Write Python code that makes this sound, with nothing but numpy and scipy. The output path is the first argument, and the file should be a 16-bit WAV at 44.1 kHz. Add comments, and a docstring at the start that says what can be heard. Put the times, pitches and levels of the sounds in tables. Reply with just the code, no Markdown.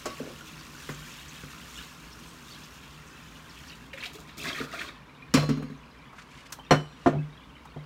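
"""In a kitchen, a tap runs into a steel mixer bowl and drums on the sink; the water is swirled and tipped out.
The bowl clanks on the sink, which booms, then is carried over and set down on the counter close by.
It knocks there once more and a hand presses on a towel while the drain goes on trickling.
Water is shaped noise plus chirping bubbles; steel, sink and counter are sets of dying tones plus short noise."""
import sys
import numpy as np
from scipy import signal
from scipy.fft import rfft, irfft, next_fast_len
from scipy.io import wavfile
from scipy.ndimage import map_coordinates

SR = 44100
rng = np.random.default_rng(int(sys.argv[2]) if len(sys.argv) > 2 else 0)


def materialize(psi):
    """Save the field psi as 16-bit PCM at rate SR to the path in sys.argv[1].

    A 1-D psi becomes a single channel; in a 2-D psi each row is a channel.
    """
    bounded = np.clip(np.atleast_2d(psi).T, -1, 1)
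    quanta = np.round(bounded * 32767).astype(np.int16)
    wavfile.write(sys.argv[1], SR, quanta)


N = 346229
TIME = np.arange(N) / SR  # seconds through the scene
AGE = np.arange(SR * 2 // 3) / SR  # seconds since one blow or bubble began
# Levels in all tables are relative: the functions trim them when mixing.
# t60 is the time a sound takes to fall by 60 dB.


def amp(db):
    """Turn decibels into a gain."""
    return 10 ** (np.asarray(db) / 20)


def unit(x):
    """Scale to rms 1."""
    return x / np.sqrt(np.mean(x ** 2) + 1e-20)


def strike(x):
    """Scale a blow to rms 1 over its first 25 ms."""
    return x / np.sqrt(np.mean(x[:SR // 40] ** 2) + 1e-20)


def along(points, hz):
    """Read a curve of (f/Hz, value) points on a log frequency axis."""
    f, value = np.transpose(points)
    return np.interp(np.log(hz + 1), np.log(f), value)


def wobble(rate):
    """Draw a smooth random curve with rate knots a second."""
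    knots = rng.standard_normal(int(N * rate / SR) + 4)
    return map_coordinates(knots, [TIME * rate])


def filtered(x, response):
    """Multiply the spectrum of x by a response of frequency."""
    m = next_fast_len(len(x) + 8192)
    hz = np.fft.rfftfreq(m, 1 / SR)
    return irfft(rfft(x, m) * response(hz), m)[:len(x)]


def coloured(x, spectrum):
    """Filter x by a spectrum table, then scale to rms 1."""
    return unit(filtered(x, lambda hz: amp(along(spectrum, hz))))


def hump(hz, centre_hz, octaves):
    """A bell-shaped gain on the log frequency axis."""
    return 1 / (1 + (np.log2((hz + 1) / centre_hz) / octaves) ** 2) ** 2


def gate(start, length, rise, release):
    """An envelope that builds from start, holds to the end of length seconds and dies away."""
    age = np.maximum(TIME - start, 0)
    return (1 - np.exp(-age / rise)) * np.exp(-np.maximum(age - length, 0) / release)


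def add(track, s, x):
    """Mix x into the track at time s."""
    part = track[max(round(s * SR), 0):][:len(x)]
    part += x[:len(part)]


def burst(spectrum, t60, attack):
    """Countless short-lived tones heard together as dying noise."""
    noise = coloured(rng.standard_normal(len(AGE)), spectrum)
    return strike(noise * amp(-60 * AGE / t60) * (1 - np.exp(-AGE / attack)))


def puff(centre_hz, octaves, rise):
    """A band of noise that swells for rise seconds and dies away."""
    band = unit(filtered(rng.standard_normal(len(AGE)), lambda hz: hump(hz, centre_hz, octaves)))
    return band * AGE / rise * np.exp(1 - AGE / rise)


def ring(modes, attack, beat=0):
    """Dying tones; in a not quite round bowl each has a close twin that beats with it."""
    hz, db, t60 = np.transpose(modes)[:, :, None]
    phase, split = rng.random((len(hz), 2)).T[:, :, None]
    waves = np.sin(np.float32(2 * np.pi * (hz * AGE + phase)))
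    if beat:
        twin_hz = hz + 8 + 16 * split
        waves = waves + beat * np.sin(np.float32(2 * np.pi * (twin_hz * AGE + phase)))
    decay = np.exp(-np.log(1000) * AGE / t60)
    return strike((amp(db) * decay * waves).sum(0) * (1 - np.exp(-AGE / attack)))


def bubble(t, hz, cycles, rise):
    """A bubble rings a few cycles and rises in pitch as it nears the surface."""
    life = hz * t / cycles
    tone = np.sin(2 * np.pi * hz * t * (1 + rise * life / (1 + life)))
    return tone * np.exp(-life) * (1 - np.exp(-10 * life))


def bubbles(rate, pitch_hz, spread, cycles, size_db, rise):
    """A random stream of rate bubbles a second at rms 1, with random pitches and levels."""
    when, size, u, v = rng.random((int(rate * N / SR), 4)).T[:, :, None]
    bell = np.sqrt(-2 * np.log(1 - u)) * np.cos(2 * np.pi * v)  # bell-curve random numbers
    hz = np.clip(pitch_hz * np.exp(spread * bell), 200, SR / 3)
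    loudness = amp(-size_db * np.log(1 - .96 * size))  # many small, a few large
    t = AGE[:int(4 * SR * cycles / pitch_hz)]
    waves = bubble(np.float32(t), np.float32(hz), cycles, rise) * loudness
    at = (when * N).astype(int) + np.arange(len(t))
    return unit(np.bincount(at.ravel(), waves.ravel(), N)[:N])


# colour of the steady background: f/Hz, level/dB (per Hz)
BACKGROUND_COLOUR = [(25, -31), (40, -11), (60, 5), (99, -12), (145, 3), (190, -6), (260, -2), (350, -12.5),
                     (425, -10), (520, -13.5), (780, -16), (1020, -8), (1800, -18), (2700, -20),
                     (5300, -29.5), (8500, -37.5), (15800, -44.5)]


def background():
    """A steady low murmur made of coloured noise."""
    return amp(-51) * coloured(rng.standard_normal(N), BACKGROUND_COLOUR)


# the basin's tones under falling water: f/Hz, width/Hz, level/dB
DRUM_TONES = [(70, 18, -4), (116, 28, -14), (152, 12.5, 3), (179, 12, -27), (225.5, 9, -5.5),
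              (251, 25, -7.5), (314.5, 8.7, -5.5), (440, 15, -18)]


def drumming():
    """Falling water shakes the basin at its resonances: filtered noise at rms 1."""
    def basin(f):
        response = 0
        for k, (centre, width, db) in enumerate(DRUM_TONES):
            damping = 1j * f * width
            sign = (-1) ** k  # neighbours swing opposite ways
            response = response + sign * amp(db) * damping / (centre ** 2 - f ** 2 + damping)
        return response
    return unit(filtered(rng.standard_normal(N), basin))


# the jet as the bowl turns under it: t/s, splash level/dB, spray level/dB
JET_LEVELS = [(0, -46, -53), (.6, -50, -54), (.85, -46, -50.5), (1.55, -48, -53.5), (1.83, -47.5, -51),
              (1.97, -53.5, -57), (2.52, -50, -54.5), (3.1, -54, -60.5), (3.7, -51, -56)]
# colour of the splash: f/Hz, level/dB (per Hz)
SPLASH_COLOUR = [(300, -21), (560, -16), (800, -24), (1030, 1.5), (1450, 3.5), (2200, -3.5), (2550, 1),
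                 (3400, -1), (4200, -4), (7000, -34), (12000, -56)]
# colour of the fine spray, also used when pouring: f/Hz, level/dB (per Hz)
SPRAY_COLOUR = [(2000, -10.5), (4200, -3.5), (5200, 0), (6800, -0.5), (8200, -5), (9500, -5.5),
                (10300, -12), (11300, -7.5), (15800, -10.5)]
TAP_OFF_S, TAP_FADE_S = 3.7, 0.18  # the jet leaves the bowl and dies away (time constant)
DRUM_DB, DRUM_SAG_DB_PER_S, DRUM_FADE_S = -50.5, 2, 1  # gathering water cushions the basin


def tap():
    """The jet splashes in the bowl, throws fine spray and drums on the basin."""
    s, splash_db, spray_db = np.transpose(JET_LEVELS)
    splash = amp(np.interp(TIME, s, splash_db) - 2.5)
    spray = amp(np.interp(TIME, s, spray_db))
    since_off = np.maximum(TIME - TAP_OFF_S, 0)
    clusters = amp(1.1 * wobble(13))  # air is dragged under in bunches
    froth = clusters * bubbles(rate=420, pitch_hz=2900, spread=.38, cycles=6, size_db=3.3, rise=.04)
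    fizz = clusters * bubbles(rate=380, pitch_hz=5600, spread=.27, cycles=13, size_db=4, rise=.03)
    body = coloured(rng.standard_normal(N) + amp(-6.5) * froth, SPLASH_COLOUR)
    rough_hiss = rng.standard_normal(N) * amp(2.3 * wobble(400))
    mist = coloured(rough_hiss + amp(-10) * fizz, SPRAY_COLOUR)
    drum_level = amp(DRUM_DB - DRUM_SAG_DB_PER_S * TIME) * np.exp(-since_off / DRUM_FADE_S)
    flutter = amp(.8 * wobble(25))
    jet = flutter * np.exp(-since_off / TAP_FADE_S) * (splash * body + spray * mist)
    return jet + drum_level * drumming()


# the clearest bubbles in the drain: t/s, peak level/dB, f/Hz
PLINKS = [(5.223, -39.5, 2340), (6.595, -41, 2990), (6.6644, -45, 3520), (7.185, -43, 2500),
          (7.3761, -45, 3210), (7.5534, -44.5, 2950)]


def drain():
    """Water trickles down the drain as a stream of bubbles with a few clear plinks."""
    trickle = amp(-60) * bubbles(rate=100, pitch_hz=2400, spread=0.317, cycles=15, size_db=1, rise=0.065)
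    for s, db, hz in PLINKS:
        add(trickle, s, amp(db + 1) * bubble(AGE, hz, cycles=26, rise=0.056))
    return trickle


def shimmer(count, low_hz=2600, octaves=2.3, tilt_db=-6, t60=0.54):
    """A crowd of high tones in the thin steel wall, weaker toward the top."""
    place, size, life = rng.random((count, 3)).T
    octave = (np.arange(count) + place) / count * octaves
    hz = low_hz * 2 ** octave
    level = tilt_db * octave - 10 * size
    return ring(np.transpose([hz, level, t60 * (.5 + life)]), attack=0.0015)


# the bowl clanks on the sink: t/s, peak level/dB, ring level/dB, brightness level/dB
CLANKS = [(0.057, -21, 8, -7), (5.34, -6.5, 2, -10), (5.492, -21, -11, -16)]
# noise of the clank, and its high sizzle: f/Hz, level/dB (per Hz)
CLASH_COLOUR = [(45, -4), (90, -11), (300, 6), (650, 1), (800, -9), (1150, 4.5), (1500, -5.5), (2400, -3.5),
                (4000, -9.5), (5500, -6), (9000, -55)]
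SIZZLE_COLOUR = [(2500, -39), (4200, 1), (4900, -2.5), (5700, 1), (6300, 0), (7300, 2.5), (9000, -9),
                 (11000, -12), (15800, -14)]
# tones of the bowl struck on the rim: f/Hz, level/dB, t60/s
RIM_TONES = [(1120, -1.5, 0.62), (1305, -9, .4), (1630, -17, 0.73), (2360, -8, .16), (4120, -8, 0.76),
             (4170, 0, 0.44), (4500, -3, .22), (5300, -15, 1), (5459, -3, .16), (6560, -15, 1),
             (7450, 0, .3), (9150, -14, 0.35), (9195, 10, .16), (11000, -1, 0.29)]
# blows on the basin: t/s, boom level/dB, boom f/Hz, knock level/dB, knock f/Hz, smack level/dB
THUMPS = [(0.055, -37, 330, -21, 476, -25), (0.199, -26, 330, -22.5, 414, -45),
          (0.89, -25, 153, -24.5, 420, -21.5), (1.434, -31, 150, -37, 304, -34),
          (4.602, -24, 227, -21.5, 330, -36), (5.34, -12, 174, -6, 270, -24),
          (5.373, -13.5, 150, -14.5, 580, -14.5), (5.428, -20.5, 140, -17.5, 514, -24),
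          (5.489, -10, 246, -26, 252, -23), (5.571, -22, 280, -42, 400, -32.5),
          (5.624, -24, 244, -34, 279, -30), (5.7, -26.5, 238, -36, 251, -37)]
# tones of the basin: f/Hz, level/dB, t60/s
BASIN_TONES = [(54.6, 6, 0.92), (97, 4.5, .11), (148.2, 3, .3), (229.8, 2, 0.17), (264, 2, 0.17),
               (330, -12.5, 0.14), (422.7, -3.5, 0.16), (525, -11, 0.047), (631, -0.5, 0.08)]
# noise of the smack: f/Hz, level/dB (per Hz)
SMACK_COLOUR = [(200, -12), (500, 5), (750, -15.5), (1100, 2.5), (2000, -4), (2800, -12), (10000, -27)]
# the bowl judders along the basin: t/s, length/s, level/dB, centre f/Hz
SCRAPES = [(0.217, 0.061, -44, 427), (5.578, .035, -47.5, 427)]


def sink():
    """The rim clashes and rings; the thin basin booms at a pitch that depends on where it is hit."""
    out = np.zeros(N)
    for s, db, ring_db, bright_db in CLANKS:
        sizzle = burst(SIZZLE_COLOUR, t60=0.075, attack=.0007) + amp(-12) * shimmer(count=40)
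        clash = burst(CLASH_COLOUR, t60=0.24, attack=0.00023) + amp(bright_db + 3.5) * sizzle
        # a gentle touch lasts longer and wakes fewer of the high tones
        reach_hz = 22000 * amp(db - 3)
        modes = [(hz, level - 40 * np.log10(1 + (hz / reach_hz) ** 2), t60) for hz, level, t60 in RIM_TONES]
        steel = ring(modes, attack=0.0026, beat=0.35)
        add(out, s - .001, amp(db - 17) * clash + amp(db + ring_db - 28) * steel)
    for s, boom_db, boom_hz, knock_db, knock_hz, smack_db in THUMPS:
        # tones near the boom's pitch answer most
        modes = [(hz, level + 20 * np.log10(hump(hz, boom_hz, octaves=1)), t60)
                 for hz, level, t60 in BASIN_TONES]
        boom = amp(boom_db - 13.5) * ring(modes, attack=0.0042)
        knock = amp(knock_db - 11) * puff(knock_hz, octaves=0.69, rise=0.0051)
        smack = amp(smack_db - 17.5) * burst(SMACK_COLOUR, t60=0.1, attack=0.00058)
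        add(out, s, boom + knock + smack)
    for s, length, db, hz in SCRAPES:
        slips = rng.standard_normal(N) * amp(4.8 * wobble(170))
        judder = unit(filtered(slips, lambda f: hump(f, hz, octaves=0.81)))
        out += amp(db) * gate(s, length, rise=0.011, release=.035) * judder
    return out


# the jet drags under a bunch of bubbles: t/s, length/s, level/dB, f/Hz
SPURTS = [(0.47, 0.025, -51.5, 2980), (0.59, 0.024, -52, 5000), (.9, 0.052, -53, 6270),
          (1.065, 0.074, -56, 6440), (1.112, 0.026, -50, 3100), (1.182, 0.083, -53, 3120),
          (1.283, 0.013, -47, 6670), (1.35, 0.033, -51.5, 3160), (1.698, .11, -55.5, 6500),
          (1.742, .06, -45.5, 3030), (1.813, 0.028, -54, 4300), (2.11, 0.022, -51, 5200),
          (2.269, 0.037, -57.5, 7240), (2.481, 0.046, -51, 4260), (2.534, 0.03, -51.5, 3740),
          (2.635, 0.018, -52, 5300), (3.066, 0.02, -56, 6940), (3.352, 0.017, -52, 2880),
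          (3.493, 0.021, -53, 4600), (3.569, 0.013, -50, 2770), (3.669, 0.033, -51, 5160),
          (3.697, 0.039, -49.5, 3100)]


def spatter(count=10, spread_octaves=.3, size_db=9):
    """Bunches of bubbles, alike in pitch, burst out of the hiss of the tap."""
    out = np.zeros(N)
    for s, length, db, hz in SPURTS:
        bunch = np.zeros(len(AGE))
        for when, pitch, size in rng.random((count, 3)):
            pitch_hz = hz * 2 ** (spread_octaves * (2 * pitch - 1))
            one = bubble(AGE[:2048], pitch_hz, cycles=11.5, rise=0.042)
            add(bunch, when * length, amp(-size_db * size) * one)
        even = np.sqrt(length * SR / np.sum(bunch ** 2))  # same power for every bunch
        add(out, s, amp(db) * bunch * even)
    return out


# sheets of water tipped out of the bowl: t/s, length/s, splash level/dB, spray level/dB
POURS = [(3.96, 0.073, -45.5, -62), (4.126, 0.033, -48, -51), (4.27, 0.026, -48, -81),
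         (4.369, 0.048, -38, -46.5), (4.434, 0.07, -36, -54), (4.552, 0.069, -36.5, -50.5),
         (4.682, 0.053, -42.5, -60), (4.736, .09, -44.5, -60)]
# colour of the bubbly gush: f/Hz, level/dB (per Hz)
GUSH_COLOUR = [(150, -32), (260, 7), (435, 1.5), (484, -10), (663, 6.5), (780, -19), (950, -6),
               (1250, -2.5), (1650, -8), (2650, -2.5), (2920, -8.5), (3500, 0.5), (9000, -20.5),
               (11700, -41)]
# slops of water: t/s, peak level/dB, bubble f/Hz
SLOPS = [(3.932, -23.5, 2210), (3.976, -24, 2040), (4.01, -29, 2940), (4.026, -24, 2100),
         (4.036, -17.5, 2350), (4.056, -19, 3070), (4.293, -32, 2110), (4.311, -49, 2440),
         (4.442, -21, 1670), (4.501, -22, 1520), (4.548, -21, 1980), (4.574, -21.5, 1730),
         (4.612, -20, 1350), (4.742, -21, 1304), (4.811, -18, 1770)]
# big air pockets glug in the rinse water: t/s, peak level/dB, f/Hz
GLUGS = [(3.938, -33, 529), (4.062, -37.5, 705), (4.151, -35, 424), (4.456, -35, 665), (4.504, -35, 635),
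         (4.602, -25, 445), (4.737, -26.5, 650)]
# spray comes first, the bubbly gush builds behind it (time constants)
SPRAY_RISE_S, GUSH_RISE_S, POUR_RELEASE_S = 0.0047, 0.033, 0.063
POUR_DRUM_DB, POUR_DRUM_RELEASE_S = 1, 0.073  # the basin under a sheet, relative to its spray
SLOP_SPRAY_DB = -18.5  # flying drops, relative to the slop


def pour():
    """Rinse water slops round the bowl and falls into the sink in bubbly clumps."""
    froth = bubbles(rate=220, pitch_hz=2200, spread=.4, cycles=9, size_db=3.6, rise=.12)
    gush = coloured(rng.standard_normal(N) + amp(-2) * froth, GUSH_COLOUR)
    mist = coloured(rng.standard_normal(N) * amp(4.1 * wobble(500)), SPRAY_COLOUR)
    drum = drumming()
    water = np.zeros(N)
    for s, length, splash_db, spray_db in POURS:
        water += amp(splash_db) * gate(s, length, GUSH_RISE_S, POUR_RELEASE_S) * gush
        water += amp(spray_db) * gate(s, length, SPRAY_RISE_S, POUR_RELEASE_S) * mist
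        drum_level = amp(spray_db + POUR_DRUM_DB)
        water += drum_level * gate(s, length, SPRAY_RISE_S, POUR_DRUM_RELEASE_S) * drum
    water *= amp(3.4 * wobble(45))  # the sheets fall unevenly
    for s, db, hz in SLOPS:
        clump = puff(hz, octaves=.8, rise=.005) + amp(4) * bubble(AGE, hz, cycles=12, rise=.12)
        drops = amp(SLOP_SPRAY_DB) * burst(SPRAY_COLOUR, t60=0.19, attack=0.0026)
        add(water, s - .001, amp(db - 15.5) * (clump + drops))
    for s, db, hz in GLUGS:
        add(water, s, amp(db - 3) * bubble(AGE, hz, cycles=7.4, rise=0.031))
    return water


# cloth rustles as the bowl is carried, then the bowl slides or a hand brushes the towel:
# t/s (of the middle), length/s, level/dB
BRUSHES = [(6.2, 0.066, -52.5), (6.366, 0.14, -52.5), (6.467, 0.018, -51), (7.027, 0.12, -57.5)]
# colour of the rustling: f/Hz, level/dB (per Hz)
RUSTLE_COLOUR = [(700, -26), (1800, 11.5), (3500, 5), (7000, -1.5), (15800, -23)]
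# light handling ticks: t/s, peak level/dB, centre f/Hz, click level/dB
TICKS = [(6.13, -26.5, 960, -26), (6.1832, -23.5, 1460, -28), (6.503, -31.5, 1060, -14),
         (6.5239, -25, 1260, 5), (6.587, -24.5, 890, -24), (7.653, -27.5, 1010, -16.5)]
# colour of the click in a tick: f/Hz, level/dB (per Hz)
CLICK_COLOUR = [(1200, 0), (3000, 2.5), (6500, 8), (10000, 1.5), (15800, -4)]


def handling():
    """Rustles and brushes are swells of rough noise; fingers tick on the bowl as short puffs."""
    level = sum(amp(db) * np.exp(-(2 * (TIME - s) / length) ** 2) for s, length, db in BRUSHES)
    out = level * coloured(rng.standard_normal(N) * amp(3 * wobble(130)), RUSTLE_COLOUR)
    for s, db, hz, click_db in TICKS:
        click = amp(click_db) * burst(CLICK_COLOUR, t60=0.056, attack=0.0027)
        add(out, s - .002, amp(db - 20) * (puff(hz, octaves=0.87, rise=0.0061) + click))
    return out


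# the bowl's foot lands, edge first and then flat: t/s, peak level/dB, crack level/dB, bowl ring level/dB
KNOCKS = [(6.709, -7, -16.5, -10), (6.721, -11.5, -19.5, -25), (7.061, -11.5, -26.5, -32.5),
          (7.07, -15, -22.5, -27)]
# soft presses on the counter: t/s, peak level/dB, brush level/dB
PRESSES = [(7.126, -21, -5), (7.15, -20, -9), (7.165, -18.5, -34), (7.184, -21, -37), (7.762, -23.5, -12.5)]
# tones of the counter top: f/Hz, level/dB, t60/s
COUNTER_TONES = [(90, -22, 0.083), (149.5, -8, 0.3), (272.2, -3.5, 0.14), (364, 3, 0.074), (516, 0, 0.069),
                 (563, -6, 0.077), (689.6, 1.5, 0.1), (955, -7.5, 0.069), (1039, -2, 0.051),
                 (1211, -4, 0.059), (1400, -7.5, 0.062), (1610, -10.5, 0.038), (1805, -14.5, 0.11)]
# tones of the bowl struck on its foot: f/Hz, level/dB, t60/s
FOOT_TONES = [(3005, 12, 0.31), (4110, -12.5, 1), (4240, 18, 0.096), (4240, -15.5, 0.86), (4522, -15, 0.54),
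              (5370, 1, .19), (5620, 8, .15), (5720, -19, 1.3), (5840, 10, 0.14), (7300, -24, 1),
              (7838, -28, 1.2), (8900, -29, .9), (10100, -29, 0.43), (11260, -25, .5)]
# noise of the dull thud, and of the sharp crack: f/Hz, level/dB (per Hz)
THUD_COLOUR = [(40, -42), (80, -1), (300, 5), (700, 0), (850, -7.5), (1250, -11.5), (2000, -30),
               (3000, -34), (4500, -38), (8000, -69)]
CRACK_COLOUR = [(700, -16), (1200, 8), (2400, -2), (3500, -8.5), (5000, -17.5), (6000, -15), (8000, -20),
                (10500, -30), (15800, -36)]


def counter():
    """Hard blows ring the counter top and the bowl on it; soft presses stir mostly its low tones."""
    out = np.zeros(N)
    for s, db, crack_db, ring_db in KNOCKS:
        slab = ring(COUNTER_TONES, attack=0.0027)
        thud = amp(-3.5) * burst(THUD_COLOUR, t60=0.13, attack=.001)
        top = amp(-7) * (slab + thud)
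        crack = amp(crack_db + 1) * burst(CRACK_COLOUR, t60=0.16, attack=0.00021)
        bowl = ring(FOOT_TONES, attack=0.0023, beat=0.6) + amp(-28) * shimmer(count=40)
        add(out, s - .001, amp(db) * (top + crack + amp(ring_db - 11) * bowl))
    soft = [(hz, level - 40 * np.log10(1 + (hz / 210) ** 2), t60) for hz, level, t60 in COUNTER_TONES]
    for s, db, brush_db in PRESSES:
        press = amp(-14.5) * ring(soft, attack=0.0072)
        brush = amp(brush_db - 8) * burst(THUD_COLOUR, t60=0.11, attack=0.0033)
        add(out, s, amp(db) * (press + brush))
    return out


# how long the kitchen echoes: f/Hz, t60/s
KITCHEN_ECHO = [(100, 0.31), (1000, 0.32), (5000, 0.23), (15000, 0.3)]


def room(x):
    """The kitchen's short echo: x smeared by noise that dies at its own speed in each band."""
    hz, t, z = signal.stft(rng.standard_normal(SR // 2), SR, nperseg=256)
    fading = z * amp(-60 * t / along(KITCHEN_ECHO, hz)[:, None])
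    tail = signal.istft(fading, SR, nperseg=256)[1]
    tail *= 1 - np.exp(-np.arange(len(tail)) / SR / 0.0027)  # the echo builds up softly
    return signal.fftconvolve(x, tail / np.linalg.norm(tail))[:N]


def scene():
    """The sink is across the room; the counter is close by, so it gets the least echo."""
    water = tap() + drain() + spatter() + pour()
    far = sink()
    near = handling() + counter()
    echo = amp(-7.5) * room(water) + amp(-9) * room(far) + amp(-14) * room(near)
    return (amp(-1.5) * water + far + near + echo + background())[None]


TOP_HZ = 15850  # middle of the cut, which is 400 Hz wide


def record(dry):
    """Remove everything above the top of the band."""
    return filtered(dry[0], lambda hz: np.clip((TOP_HZ - hz) / 400 + .5, 0, 1))[None]


dry = scene()
out = record(dry)
materialize(out)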